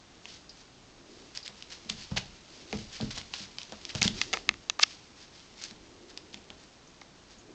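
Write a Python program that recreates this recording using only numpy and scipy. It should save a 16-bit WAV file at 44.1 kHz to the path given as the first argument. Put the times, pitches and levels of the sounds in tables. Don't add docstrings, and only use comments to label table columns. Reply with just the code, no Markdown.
import sys
import numpy as np
from scipy import signal
from scipy.fft import rfft, irfft, next_fast_len
from scipy.io import wavfile
from scipy.ndimage import map_coordinates

SR = 44100
rng = np.random.default_rng(int(sys.argv[2]) if len(sys.argv) > 2 else 0)


def materialize(psi):
    bounded = np.clip(np.atleast_2d(psi).T, -1, 1)
    quanta = np.round(bounded * 32767).astype(np.int16)
    wavfile.write(sys.argv[1], SR, quanta)


N = 332514
STROKE_S = 0.4

# frequency_hz, level_db
WEAVE_SPECTRUM = [(100, -25.5), (400, 0.5), (900, -5), (1600, -2.5), (2700, -0.5), (4700, 3.5), (6500, -2),
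                  (9000, -7)]
# peak_time_s, level_db, rise_s
PAW_STROKES = [(0.245, -55.5, 0.0042), (.33, -48.5, 0.066), (.6, -54.5, 0.046), (1.2, -58.5, 0.17),
               (1.371, -42.5, 0.021), (1.461, -45, 0.009), (1.59, -50, 0.019), (1.724, -42.5, 0.022),
               (1.901, -37.5, .009), (2.014, -45.5, 0.06), (2.169, -30.5, 0.0067), (2.6, -53.5, 0.15),
               (2.791, -46, 0.11), (2.96, -42.5, 0.051), (3.04, -45, 0.037), (3.113, -39, 0.007),
               (3.179, -39, 0.029), (3.342, -40, 0.0032), (3.398, -40, 0.056), (3.609, -47.5, 0.021),
               (3.899, -39, 0.0086), (3.978, -40, 0.016), (4.022, -27, .006), (4.048, -27.5, 0.012),
               (4.214, -39.5, 0.069), (4.36, -46, 0.072), (4.921, -48, 0.1), (5.22, -51, 0.051),
               (5.4, -55.5, 0.099), (5.64, -44, 0.062), (6.1, -52.5, .012), (6.343, -52, 0.012),
               (6.622, -57, .05), (7.319, -53.5, 0.029)]
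def paw_scuffs():
    out, t = np.zeros(N), seconds(STROKE_S)
    lead_s = 0.12
    for peak_time_s, level_db, rise_s in PAW_STROKES:
        fall_s = 0.078 + 2.64 * rise_s
        drag_hz = 3840 * (rise_s / 0.044) ** 0.2
        rub = filtered(friction(), lambda f: amp(along(WEAVE_SPECTRUM, f)) * band(f, drag_hz, 2.6 * drag_hz))
        swell_db = -9 * (np.maximum(lead_s - t, 0) / rise_s) ** 2.45
        fade_db = -60 * (np.maximum(t - lead_s, 0) / fall_s) ** 1.19
        add(out, peak_time_s - lead_s, amp(level_db + swell_db + fade_db) * unit(rub))
    return out


def friction():
    size = int(STROKE_S * SR)
    fine = slips(size, spread_db=2.5, per_s=11000)
    coarse = slips(size, spread_db=2.5, per_s=300)
    return (fine + 0.18 * coarse) * amp(2.1 * wobble(130, size))


def slips(size, spread_db, per_s):
    slipping = rng.random(size) < per_s / SR
    strength, push = rng.standard_normal((2, size))
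    return unit(slipping * amp(spread_db * np.clip(strength, -2, 2)) * push)


# catch_s, level_db, tone_hz
CLAW_SNAPS = [(0.2547, -28.5, 2820), (0.4933, -33, 4700), (1.3734, -20, 4340), (1.4611, -24, 4810),
              (1.4778, -20.5, 4740), (1.6237, -25, 3670), (1.8966, -18, 3590), (1.8993, -17.5, 3540),
              (2.112, -36, 4560), (2.1721, -11.5, 3800), (2.1755, -16.5, 2130), (2.1805, -15, 4100),
              (2.7272, -18.5, 2670), (3.0105, -22, 3500), (3.1766, -18.5, 4500), (3.2135, -26.5, 2900),
              (3.3372, -17, 2730), (3.584, -20, 3320), (3.6157, -27, 3200), (3.631, -26.5, 4460),
              (3.722, -25.5, 4300), (3.8514, -18, 3880), (3.95, -19, 4200), (3.956, -21, 3330),
              (4.0281, -3, 4700), (4.0778, -7, 3160), (5.638, -20, 5160), (5.7095, -29.5, 4250),
              (6.1744, -23, 3830), (6.3426, -23.5, 3300), (6.3729, -40, 2750), (6.5023, -28, 3040),
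              (7.0139, -35.5, 3100)]
def claw_snaps():
    out, t = np.zeros(N), seconds(0.04)
    stretch_s = 0.000856
    settling = amp(-30) * decay(t, 0.04)
    for catch_s, level_db, tone_hz in list(CLAW_SNAPS) + snags(per_stroke=2):
        tear_s = 0.0068 * amp(0.17 * level_db)
        snap = rng.standard_normal(len(t)) * (0.3 * decay(t, tear_s) + settling)
        snap[0] += 1
        tick = filtered(snap, lambda f: band(f, tone_hz, 0.65 * tone_hz)
                        * band(f, 0.7 * tone_hz, 2.2 * tone_hz))
        knock = filtered(snap, lambda f: band(f, 1100, 750) * band(f, 1050, 1100))
        knock_db = -14 - 22 * np.log2(tone_hz / 2440)
        release = 1.095 * peak_one(tick) + amp(knock_db) * peak_one(knock)
        add(out, catch_s + stretch_s, amp(level_db) * release)
    return out


def snags(per_stroke):
    peak_time_s, stroke_db, _ = np.repeat(PAW_STROKES, per_stroke, axis=0).T
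    scatter, strength, tone = rng.standard_normal((len(peak_time_s), 3)).T
    level_db = -36.5 + 0.72 * (stroke_db - stroke_db.mean()) + 5 * strength
    return list(zip(peak_time_s + 0.013 * scatter, level_db, 4100 * np.exp(0.23 * tone)))


# centre_hz, width_hz, gain_db
BOARD_MODES = [(68, 38, 3), (134.2, 66, 0.5), (208.8, 21.5, 4.5), (305, 62, -9), (439, 110, -12)]
# frequency_hz, level_db
JOIST_SPECTRUM = [(10, -16), (22, 1), (45, 2.5), (85, -1), (130, -1), (300, -30), (1000, -87)]
# start_s, thud_db, tone_hz, pat_relative_db
LANDINGS = [(1.49, -50.5, 172, -54.5), (1.855, -42.5, 300, -64), (1.9, -38, 186, -68),
            (1.941, -38.5, 171, -68), (2.114, -24, 170, -44.5), (2.163, -34, 130, -41),
            (2.728, -27.5, 405, -40), (2.746, -28.5, 194, -66), (3.002, -30, 250, -42.5),
            (3.024, -24.5, 287, -54.5), (3.171, -42.5, 239, -45), (3.4, -41.5, 206, -70),
            (3.722, -40.5, 350, -43.5), (3.949, -27.5, 129, -39.5), (4.014, -27, 182, -46),
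            (4.051, -20.5, 207, -56), (4.33, -41.5, 454, -34), (4.479, -38, 303, -52.5),
            (5.708, -47, 222, -64), (6.335, -47.5, 202, -76), (6.502, -49, 350, -50)]
def landings():
    out, t = np.zeros(N), seconds(0.45)
    average_db = np.mean(LANDINGS, axis=0)[1]
    pat_reference_db = 3
    for start_s, thud_db, tone_hz, pat_relative_db in LANDINGS:
        push = 0.037 * rng.standard_normal(len(t)) * decay(t, t60_s=0.19)
        push[0] += 1
        thud = filtered(push, lambda f: resonances(BOARD_MODES, f) * band(f, tone_hz, 0.43 * tone_hz))
        add(out, start_s, amp(thud_db) * peak_one(thud))
        pat = unit(filtered(rng.standard_normal(len(t)), lambda f: band(f, 440, 500) * band(f, 980, 1900)))
        add(out, start_s, amp(pat_reference_db + pat_relative_db) * pat * decay(t, t60_s=0.11))
        sway = coloured(rng.standard_normal(len(t)), JOIST_SPECTRUM)
        sway_db = -50 + 0.77 * (thud_db - average_db)
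        onset = 1 - np.exp(-t / 0.022)
        add(out, start_s, amp(sway_db) * sway * onset * decay(t, t60_s=0.64))
    return out


# start_s, peak_db, pitch_hz, t60_s
SQUEAKS = [(0.494, -39, 4900, .08), (1.429, -37, 4800, 0.054), (1.452, -36, 4900, 0.067),
           (6.873, -47, 6200, .07), (7.384, -49.5, 6700, 0.14)]
def squeaks():
    out, t = np.zeros(N), seconds(0.12)
    for start_s, peak_db, pitch_hz, t60_s in SQUEAKS:
        burst = rng.standard_normal(len(t)) * decay(t, t60_s)
        chirp = filtered(burst, lambda f: band(f, pitch_hz, 840) ** 2)
        add(out, start_s, amp(peak_db) * peak_one(chirp))
    return out


# frequency_hz, level_db
PILE_SPECTRUM = [(200, -23.5), (700, -1.5), (1500, -6.5), (2700, 0), (4500, 1.5), (6500, -3), (9000, -10.5)]
def fur():
    fine = slips(N, spread_db=0.5, per_s=9000)
    stray = slips(N, spread_db=0.5, per_s=40)
    brush = coloured(fine + 0.27 * stray, PILE_SPECTRUM)
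    rest_db, linger_s = -61.5, 0.38
    peak_time_s, stroke_db, _ = np.transpose(PAW_STROKES)
    t = np.linspace(0, N / SR, 800)
    move_db = -61 + 0.48 * (stroke_db - stroke_db.mean())
    moves = amp(move_db) * np.exp(-np.abs(t[:, None] - peak_time_s) / linger_s)
    motion = np.hypot(amp(rest_db), np.linalg.norm(moves, axis=1))
    return np.interp(np.arange(N) / SR, t, motion) * amp(0.64 * wobble(33, N)) * brush


# centre_hz, width_hz, gain_db
CASE_MODES = [(260, 260, -2.5), (779, 320, -1.5), (1240, 150, 0.5), (1767, 190, -0.5), (2127, 222, 2.5),
              (2590, 175, 1.5), (3420, 660, -2.5), (4830, 780, -0.5), (5860, 350, 1.5), (6310, 650, 1.5),
              (7250, 1500, -6)]
# start_s, peak_db, tone_hz, chatter_s
STRAP_CLACKS = [(4.0153, -17, 4100, 0.0055), (4.0189, -9.5, 2440, .006), (4.2144, -11, 3060, 0.015),
                (4.33, -17, 3380, .009), (4.3355, -13, 2790, 0.014), (4.340, -18.5, 1800, 0.052),
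                (4.3713, -21, 1400, 0.0036), (4.4907, -5, 2750, .005), (4.5113, -33.5, 1300, .003),
                (4.5404, -31, 1390, 0.0051), (4.6981, -8.5, 3140, 0.0096), (4.792, -24, 1500, .003),
                (4.7953, -15, 1650, .009), (4.8298, -7, 4280, 0.024), (4.8332, -1.5, 3910, 0.0072),
                (4.835, -2, 2600, 0.0092), (7.0168, -34.5, 1070, 0.011)]
def strap_clacks():
    out, t = np.zeros(N), seconds(0.06)
    for start_s, peak_db, tone_hz, chatter_s in STRAP_CLACKS:
        blow = 0.16 * rng.standard_normal(len(t)) * decay(t, chatter_s)
        blow[0] += 1
        modes = [(centre_hz * rng.normal(1, 0.012), width_hz, rng.normal(gain_db, 1.5))
                 for centre_hz, width_hz, gain_db in CASE_MODES]
        clack = filtered(blow, lambda f: resonances(modes, f) * band(f, tone_hz, 0.84 * tone_hz))
        add(out, start_s, amp(peak_db) * peak_one(clack))
    return out


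def strap_slide():
    start_s, length_s, midway_db, swell_db = 4.805, 0.0243, -31.5, 11
    out, t = np.zeros(N), seconds(length_s)
    scrape = unit(filtered(friction(), lambda f: band(f, 4000, 4500))[:len(t)])
    add(out, start_s, amp(midway_db + swell_db * (t / length_s - 0.5)) * scrape)
    return out


# frequency_hz, level_db
HAND_SPECTRUM = [(60, -22.5), (180, -14.5), (280, -2), (355, 1), (430, -4.5), (550, -12.5), (1200, -23),
                 (4000, -55.5)]
# peak_time_s, level_db, half_length_s
GRIP_SHIFTS = [(.3, -68.5, 0.26), (1.15, -56, 0.18), (1.9, -61.5, 0.14), (2.72, -55.5, 0.26),
               (4.2, -52.5, 0.35), (6.05, -57, 0.49), (7.52, -53, 0.093)]
def handling():
    t = np.arange(N) / SR
    rest_db = -69.5
    rub = coloured(rng.standard_normal(N), HAND_SPECTRUM)
    shifting = sum(amp(level_db) * np.exp(-((t - peak_time_s) / half_length_s) ** 2)
                   for peak_time_s, level_db, half_length_s in GRIP_SHIFTS)
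    return np.hypot(amp(rest_db), shifting) * rub


# frequency_hz, t60_s
ROOM_DECAY = [(150, 0.48), (1500, .28), (7000, 0.25)]
def reverberation(sound):
    hz, t, noise = signal.stft(rng.standard_normal(SR // 2), SR, nperseg=256)
    tail = signal.istft(noise * decay(t, along(ROOM_DECAY, hz)[:, None]), SR, nperseg=256)[1]
    return signal.fftconvolve(sound, tail / np.linalg.norm(tail))[:N]


# frequency_hz, level_db
ROOM_SPECTRUM = [(10, -12), (25, -0.5), (50, 0.5), (120, -0.5), (250, 0), (500, -5.5), (1000, -9),
                 (2000, -13), (4000, -19.5), (7000, -18), (9000, -15)]
def room_tone():
    return amp(-54.5) * coloured(rng.standard_normal(N), ROOM_SPECTRUM)


def amp(db):
    return 10 ** (np.asarray(db) / 20)


def decay(t, t60_s):
    return amp(-60 * t / t60_s)


def unit(x):
    return x / np.sqrt(np.mean(x ** 2) + 1e-20)


def peak_one(x):
    return x / np.abs(x).max()


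def seconds(length_s):
    return np.arange(int(length_s * SR)) / SR


def wobble(knots_per_s, size):
    knots = rng.standard_normal(int(size * knots_per_s / SR) + 4)
    return map_coordinates(knots, [np.arange(size) * knots_per_s / SR])


def along(points, hz):
    frequencies, values = np.transpose(points)
    return np.interp(np.log(hz + 1), np.log(frequencies + 1), values)


def filtered(x, response):
    size = next_fast_len(len(x) + 4096)
    return irfft(rfft(x, size) * response(np.fft.rfftfreq(size, 1 / SR)), size)[:len(x)]


def coloured(x, spectrum):
    return unit(filtered(x, lambda f: amp(along(spectrum, f))))


def band(f, centre_hz, width_hz):
    return 1j * f * width_hz / (centre_hz ** 2 - f ** 2 + 1j * f * width_hz)


def resonances(modes, f):
    return sum((-1) ** k * amp(db) * band(f, hz, width) for k, (hz, width, db) in enumerate(modes))


def add(track, start_s, sound):
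    start = max(round(start_s * SR), 0)
    track[start:start + len(sound)] += sound[:N - start]


def scene():
    cat = paw_scuffs() + claw_snaps() + landings() + squeaks()
    strap = strap_clacks() + strap_slide()
    reflections = reverberation(amp(-11.5) * cat + amp(-29.5) * strap)
    return (cat + strap + reflections + fur() + room_tone() + handling())[None]


# frequency_hz, gain_db
MIC_RESPONSE = [(6600, -0.5), (7400, -3.5), (8000, -10), (8700, -22.5), (9500, -55), (12000, -63)]
def record(dry):
    clip_level, top_hz = 0.72, 15800
    dulled = filtered(dry[0], lambda f: amp(along(MIC_RESPONSE, f)))
    clipped = np.clip(dulled, -clip_level, clip_level)
    return filtered(clipped, lambda f: 1 / np.sqrt(1 + (f / top_hz) ** 120))[None]


dry = scene()
out = record(dry)
materialize(out)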